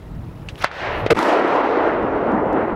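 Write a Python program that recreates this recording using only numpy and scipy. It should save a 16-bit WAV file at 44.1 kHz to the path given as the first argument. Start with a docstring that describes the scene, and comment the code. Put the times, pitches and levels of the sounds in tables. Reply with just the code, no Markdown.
"""Firework shell leaving its mortar

A large shell is fired across an open field at night. Short pops (damped rings) and the sizzle of the fuse (coloured
noise) lead to a sharp crack (one steep pressure cycle) with a ringing tail, which rolls back from the field. After a
low thump the lift blast (a ringing tube under a roar of gas) overloads the microphone; the level drops out twice for
a moment, and a rumble of noise echoes rolls on, slowly losing its treble. Low wind rumble and faint hiss lie below."""
import sys
import numpy as np
from scipy import signal
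from scipy.fft import rfft, irfft
from scipy.io import wavfile
from scipy.ndimage import uniform_filter1d

SR = 44100
rng = np.random.default_rng(int(sys.argv[2]) if len(sys.argv) > 2 else 0)


def unload_wav(signal):
    """Save mono or channel-first audio to the path in sys.argv[1] as 16-bit WAV at rate SR, clipped to [-1, 1]."""
    wavfile.write(
        sys.argv[1],
        SR,
        np.round(np.clip(np.atleast_2d(signal).T, -1, 1) * 32767).astype(np.int16),
    )


N = 121275  # samples, 2.75 s


def undb(db):
    """Amplitude ratio of a level: 20 dB per factor of ten."""
    return 10 ** (np.asarray(db) / 20)


def seconds():
    """Time axis in seconds: sample index over sampling rate."""
    return np.arange(N) / SR


def curve(rows, col=1):
    """Linear interpolation in time of one table column; column 0 holds the seconds."""
    rows = np.array(rows)
    return np.interp(seconds(), rows[:, 0], rows[:, col])


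def walk(rate):
    """Slow random modulation: levels held for 1 / rate seconds, smoothed by two moving averages."""
    hold = int(SR / rate)
    steps = np.repeat(rng.standard_normal(N // hold + 1), hold)
    smooth = uniform_filter1d(uniform_filter1d(steps, hold), hold)
    return 1.3 * smooth[:N]


def band(hz, octaves):
    """Band noise: white noise under a Gaussian window on the log-frequency axis, scaled to rms 1."""
    f = np.maximum(np.arange(N // 2 + 1) * SR / N, 1)
    window = np.exp(-(np.log2(f / hz) / octaves) ** 2 * 2)
    noise = irfft(rfft(rng.standard_normal(N)) * window, N)
    return noise / np.std(noise)


def coloured(tone, flicker_db, rate, treble_db=0., bass_db=0.):
    """Spectral synthesis: half-octave noise bands follow a colour table and flicker independently."""
    treble_hz, bass_hz = 3470, 250  # treble_db applies in full at treble_hz, bass_db below bass_hz
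    tilt_power = 0.97  # the treble tilt in dB grows as this power of frequency
    tone = np.array(tone)
    out, power = 0, 0
    for hz in 28 * 2 ** np.arange(0, 9.4, .5):
        density_db = np.interp(np.log(hz), np.log(tone[:, 0]), tone[:, 1], -99, -99)
        gain = undb(density_db) * np.sqrt(hz)  # bandwidth is proportional to frequency
        tilt_db = bass_db if hz < bass_hz else treble_db * min(hz / treble_hz, 2.8) ** tilt_power
        out = out + gain * undb(tilt_db + flicker_db * walk(rate)) * band(hz, .5)
        power = power + gain ** 2
    return out / np.sqrt(power)


def blast():
    """Tube resonance: the mortar rings, its pitch dropping and steadying as the shell clears the tube."""
    start_s, length_s, rise_s, fall_s = 1.0985, .036, .010, .006
    tube_hz, tube_end_hz, settle_s = 590, 405, .020  # nominal pitches, and when the change is halfway
    wobble = .33  # depth of the random pitch deviation
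    gas_hz, gas_db = 1460, -9  # the roar, before its unsteady weighting
    thump_hz, thump_db = 213, -9.5
    t = seconds() - start_s
    wild = 1 / (1 + np.exp(np.clip((t - settle_s) / .003, -30, 30)))  # from 1 to 0 as the pitch settles
    hz = tube_end_hz + (tube_hz - tube_end_hz) * wild
    hz = hz * np.exp(wobble * (.2 + wild) * walk(500))
    ring = np.sin(2 * np.pi * np.cumsum(hz) / SR)
    gas = (0.3 + wild) * undb(gas_db + 4.7 * walk(200)) * band(gas_hz, 1.26)
    thump = undb(thump_db) * band(thump_hz, 0.97)
    shape = np.clip(t / rise_s, 0, 1) * np.clip((length_s - t) / fall_s, 0, 1)
    return shape ** 2 * (ring + gas + thump)


def crack():
    """Pressure pulse: a single steep cycle, rarefaction first, over in under a millisecond."""
    start_s, level_db, cycle_hz = .64432, 6, 1350  # level before overload
    turn = np.clip((seconds() - start_s) * cycle_hz, 0, 1)
    return -undb(level_db) * np.sin(2 * np.pi * turn) * (1 - .3 * turn)


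def pops():
    """Damped resonance: short pops, the crack's ringing tail and a low thump, each dip first with a noisy tail."""
    # Each row: start in seconds, ring level in dB before decay and overload, pitch in Hz, ring t60 in seconds,
    # tail level in dB before decay, tail t60 in seconds, tail centre in Hz.
    pop_rows = [(0.4873, -14.5, 2660, 0.0073, -32, 0.074, 2220), (0.5565, -24, 2900, .004, -53, .04, 3000),
                (.6452, -15.5, 560, 0.025, -17.5, 0.11, 1300),
                (0.7143, -12, 1410, 0.0056, -33.5, 0.037, 1800),
                (1.0631, 1.5, 444.4, 0.013, -19.5, 0.044, 1500), (1.1725, -5, 1210, 0.0039, -40, .02, 1500),
                (1.1902, 5.5, 1120, 0.0051, -24, 0.011, 4000)]
    tail_octaves, rise_cycles = 1.75, 0.24
    out = np.zeros(N)
    for s, db, hz, ring_s, tail_db, tail_s, tail_hz in pop_rows:
        t = np.maximum(seconds() - s, 0)
        rise = 1 - np.exp(-t * hz / rise_cycles)
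        out += -rise * undb(db - 60 * t / ring_s) * np.sin(2 * np.pi * hz * t)
        out += rise * undb(tail_db - 60 * t / tail_s) * band(tail_hz, tail_octaves)
    return out


def sizzle():
    """Combustion noise: the fuse burns into the charge as coloured noise of changing level and treble."""
    # Each row: time in seconds, level in dB, treble lift in dB.
    burn = [(.53, -53.5, -1), (.574, -49, 0), (.581, -43.5, 2.5), (.603, -44.5, 4), (.612, -29.5, -4),
            (.626, -28.5, 2.5), (.634, -32, -4), (.642, -14, -4), (.646, -60, 1)]
    # Each row: frequency in Hz, spectral density in dB per Hz (relative).
    burn_tone = [(400, -20), (600, 0), (1100, 8), (2500, 0.5), (5500, -10), (8000, -24), (12000, -22),
                 (15800, -36.5)]
    return undb(curve(burn)) * coloured(burn_tone, 2.8, 200, curve(burn, col=2))


def roll(rows, tone):
    """Diffuse reflection: echoes too dense to separate are noise whose level and tilt follow a table."""
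    surge_db, flicker_db = 0.58, 1.14  # random swing of the whole, and of each band
    t, mean = seconds(), np.mean(rows, axis=0)
    fade_in = np.clip((t - rows[0][0]) / .02 + 1, 0, 1)
    fade_out = np.clip((rows[-1][0] - t) / .02 + 1, 0, 1)
    treble_db = curve(rows, col=2) - mean[2]  # the tone table already holds the mean colour
    bass_db = curve(rows, col=3) - mean[3]
    noise = coloured(tone, flicker_db, 15, treble_db, bass_db)
    return fade_in * fade_out * undb(curve(rows) + surge_db * walk(29.8)) * noise


def blast_roll():
    """Air absorption: the echoes of the blast grow duller with distance as air takes the treble."""
    # Each row: time in seconds, level in dB, treble and bass in dB against that level.
    echoes = [(1.15, -31.5, -8, -1.5), (1.188, -22, -9, -11), (1.296, -18, -12.5, -22.5),
              (1.398, -18, -18.5, -18), (1.556, -18, -19, -17), (1.61, -16, -22, -30),
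              (1.622, -19.5, -22, -15.5), (1.646, -16.5, -21, -20.5), (1.738, -19, -21.5, -21),
              (1.808, -15, -27, -24), (1.87, -18, -24, -21), (2.048, -18.5, -30.5, -17),
              (2.102, -17, -31, -24), (2.194, -19.5, -28.5, -17), (2.288, -15.5, -34, -11),
              (2.434, -17, -40.5, -14.5), (2.62, -14, -36.5, -18.5), (2.668, -23, -29.5, -10),
              (2.682, -15.5, -38, -19), (2.74, -19, -38, -8.5)]
    # Each row: frequency in Hz, spectral density in dB per Hz (relative).
    echo_tone = [(60, -46), (100, -19.5), (190, -9.5), (280, 1), (470, -0.5), (800, -3.5), (1200, -8.5),
                 (2300, -23), (5000, -49.5), (12000, -92.5), (16000, -92.5)]
    return roll(echoes, echo_tone)


def crack_roll():
    """Reverberation in the open: the crack rolls back from the field as dense echoes."""
    # Each row: time in seconds, level in dB, treble and bass in dB against that level.
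    echoes = [(.69, -37.5, -15.5, -17), (.74, -37.5, -1, -3), (.8, -28.5, -4, 2), (.87, -22, -9.5, 2),
              (.95, -23, -11.5, -19), (1.04, -24, -16.5, 8), (1.075, -30, -11.5, 0),
              (1.095, -27, -18.5, -2)]
    # Each row: frequency in Hz, spectral density in dB per Hz (relative).
    echo_tone = [(150, -27), (250, -16.5), (518, -1), (746, -4), (1150, -6), (1280, -10.5), (1840, -9.5),
                 (4300, -30), (8760, -66.5), (15800, -74)]
    return roll(echoes, echo_tone)


def overload(x):
    """Clipping: the capsule limits, its flat tops sag back to rest, and the amplifier limits again."""
    # Overload ceiling. Each row: time in seconds, level in dB.
    ceiling = [(0, 4), (1.07, 0), (1.1, -7.1), (1.3, -7.1), (1.7, -5), (2.75, -5)]
    droop_hz, headroom = 130, 1.12  # headroom: capsule limit over amplifier limit
    top = undb(curve(ceiling))
    capsule = np.clip(x, -headroom * top, headroom * top)
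    sag = signal.butter(1, droop_hz, "high", fs=SR, output="sos")
    return np.clip(signal.sosfilt(sag, capsule), -top, top)


def ticks():
    """Impulses: faint treble ticks are two-sided exponential clicks stripped of body by a high-pass."""
    # Each row: time in seconds, click level in dB before the high-pass and its make-up gain.
    tick_rows = [(1.0625, -29), (1.2294, -18), (1.4794, -31), (1.6038, -39), (1.6621, -46), (2.03, -43),
                 (2.2802, -56), (2.3206, -39), (2.345, -45), (2.4604, -47), (2.5309, -35), (2.586, -48),
                 (2.6125, -48)]
    cutoff_hz, decay_s = 3500, 0.000084
    t = seconds()
    clicks = sum(undb(db) * np.exp(-np.abs(t - s) / decay_s) for s, db in tick_rows)
    high_pass = signal.butter(2, cutoff_hz, "high", fs=SR, output="sos")
    return 5.3 * signal.sosfilt(high_pass, clicks)


def wind():
    """Turbulent pressure: low wind rumble whose level follows a table, dipping after loud sounds."""
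    # Each row: time in seconds, level in dB.
    levels = [(0.0, -42.5), (0.21, -30), (0.32, -33.5), (0.36, -29.5), (0.5, -36.5), (0.53, -26.5),
              (0.56, -39), (0.63, -31), (0.69, -49.5), (0.98, -28.5), (1.01, -33), (1.04, -28.5),
              (1.08, -36.5), (1.15, -31), (1.25, -51.5), (1.88, -40), (2.01, -34), (2.64, -38), (2.67, -45),
              (2.74, -31)]
    # Each row: frequency in Hz, spectral density in dB per Hz (relative).
    wind_tone = [(18, -25), (28, -11.5), (50, -6.5), (75, -8), (95, -6.5), (125, -7.5), (190, -13.5),
                 (260, -25), (340, -61.5)]
    swing_db = 2  # random swing about the table
    return undb(curve(levels) + swing_db * walk(20)) * coloured(wind_tone, 1.5, 10)


def hiss():
    """Background noise: night air and microphone hiss, its level set by a table that sinks after loud sounds."""
    # Each row: time in seconds, level in dB relative to base_db.
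    fade = [(0, 1.5), (.64, 5), (.66, -28), (1.0, 10), (1.1, -13), (2.0, -11), (2.75, -6)]
    # Each row: frequency in Hz, spectral density in dB per Hz (relative).
    hiss_tone = [(200, -19), (300, -2), (420, -10.5), (770, -12.5), (1500, -25), (2500, -40), (4500, -48),
                 (8000, -43.5), (15800, -44.5)]
    base_db = -46
    return undb(base_db + curve(fade)) * coloured(hiss_tone, .6, 8.9)


def scene():
    """Superposition: the firework passes through the overload; ticks, wind and hiss add linearly."""
    fire = blast() + crack() + pops() + sizzle() + blast_roll() + crack_roll()
    return (overload(fire) + ticks() + wind() + hiss())[None]


def record(dry):
    """Gating and band limiting: two brief dropouts after the blast, full-scale clipping, a low-pass."""
    # Dropouts. Each row: start in seconds, end in seconds, depth in dB.
    blanks = [(1.135, 1.148, -19.5), (1.159, 1.164, -48)]
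    top_hz = 15800
    t = seconds()
    blank_db = sum(db * np.clip(np.minimum(t - a, b - t) / .001, 0, 1) for a, b, db in blanks)
    clipped = np.clip(dry * undb(blank_db), -1, 1)
    low_pass = signal.ellip(10, .2, 80, top_hz, fs=SR, output="sos")
    return signal.sosfilt(low_pass, clipped)


dry = scene()
out = record(dry)
unload_wav(out)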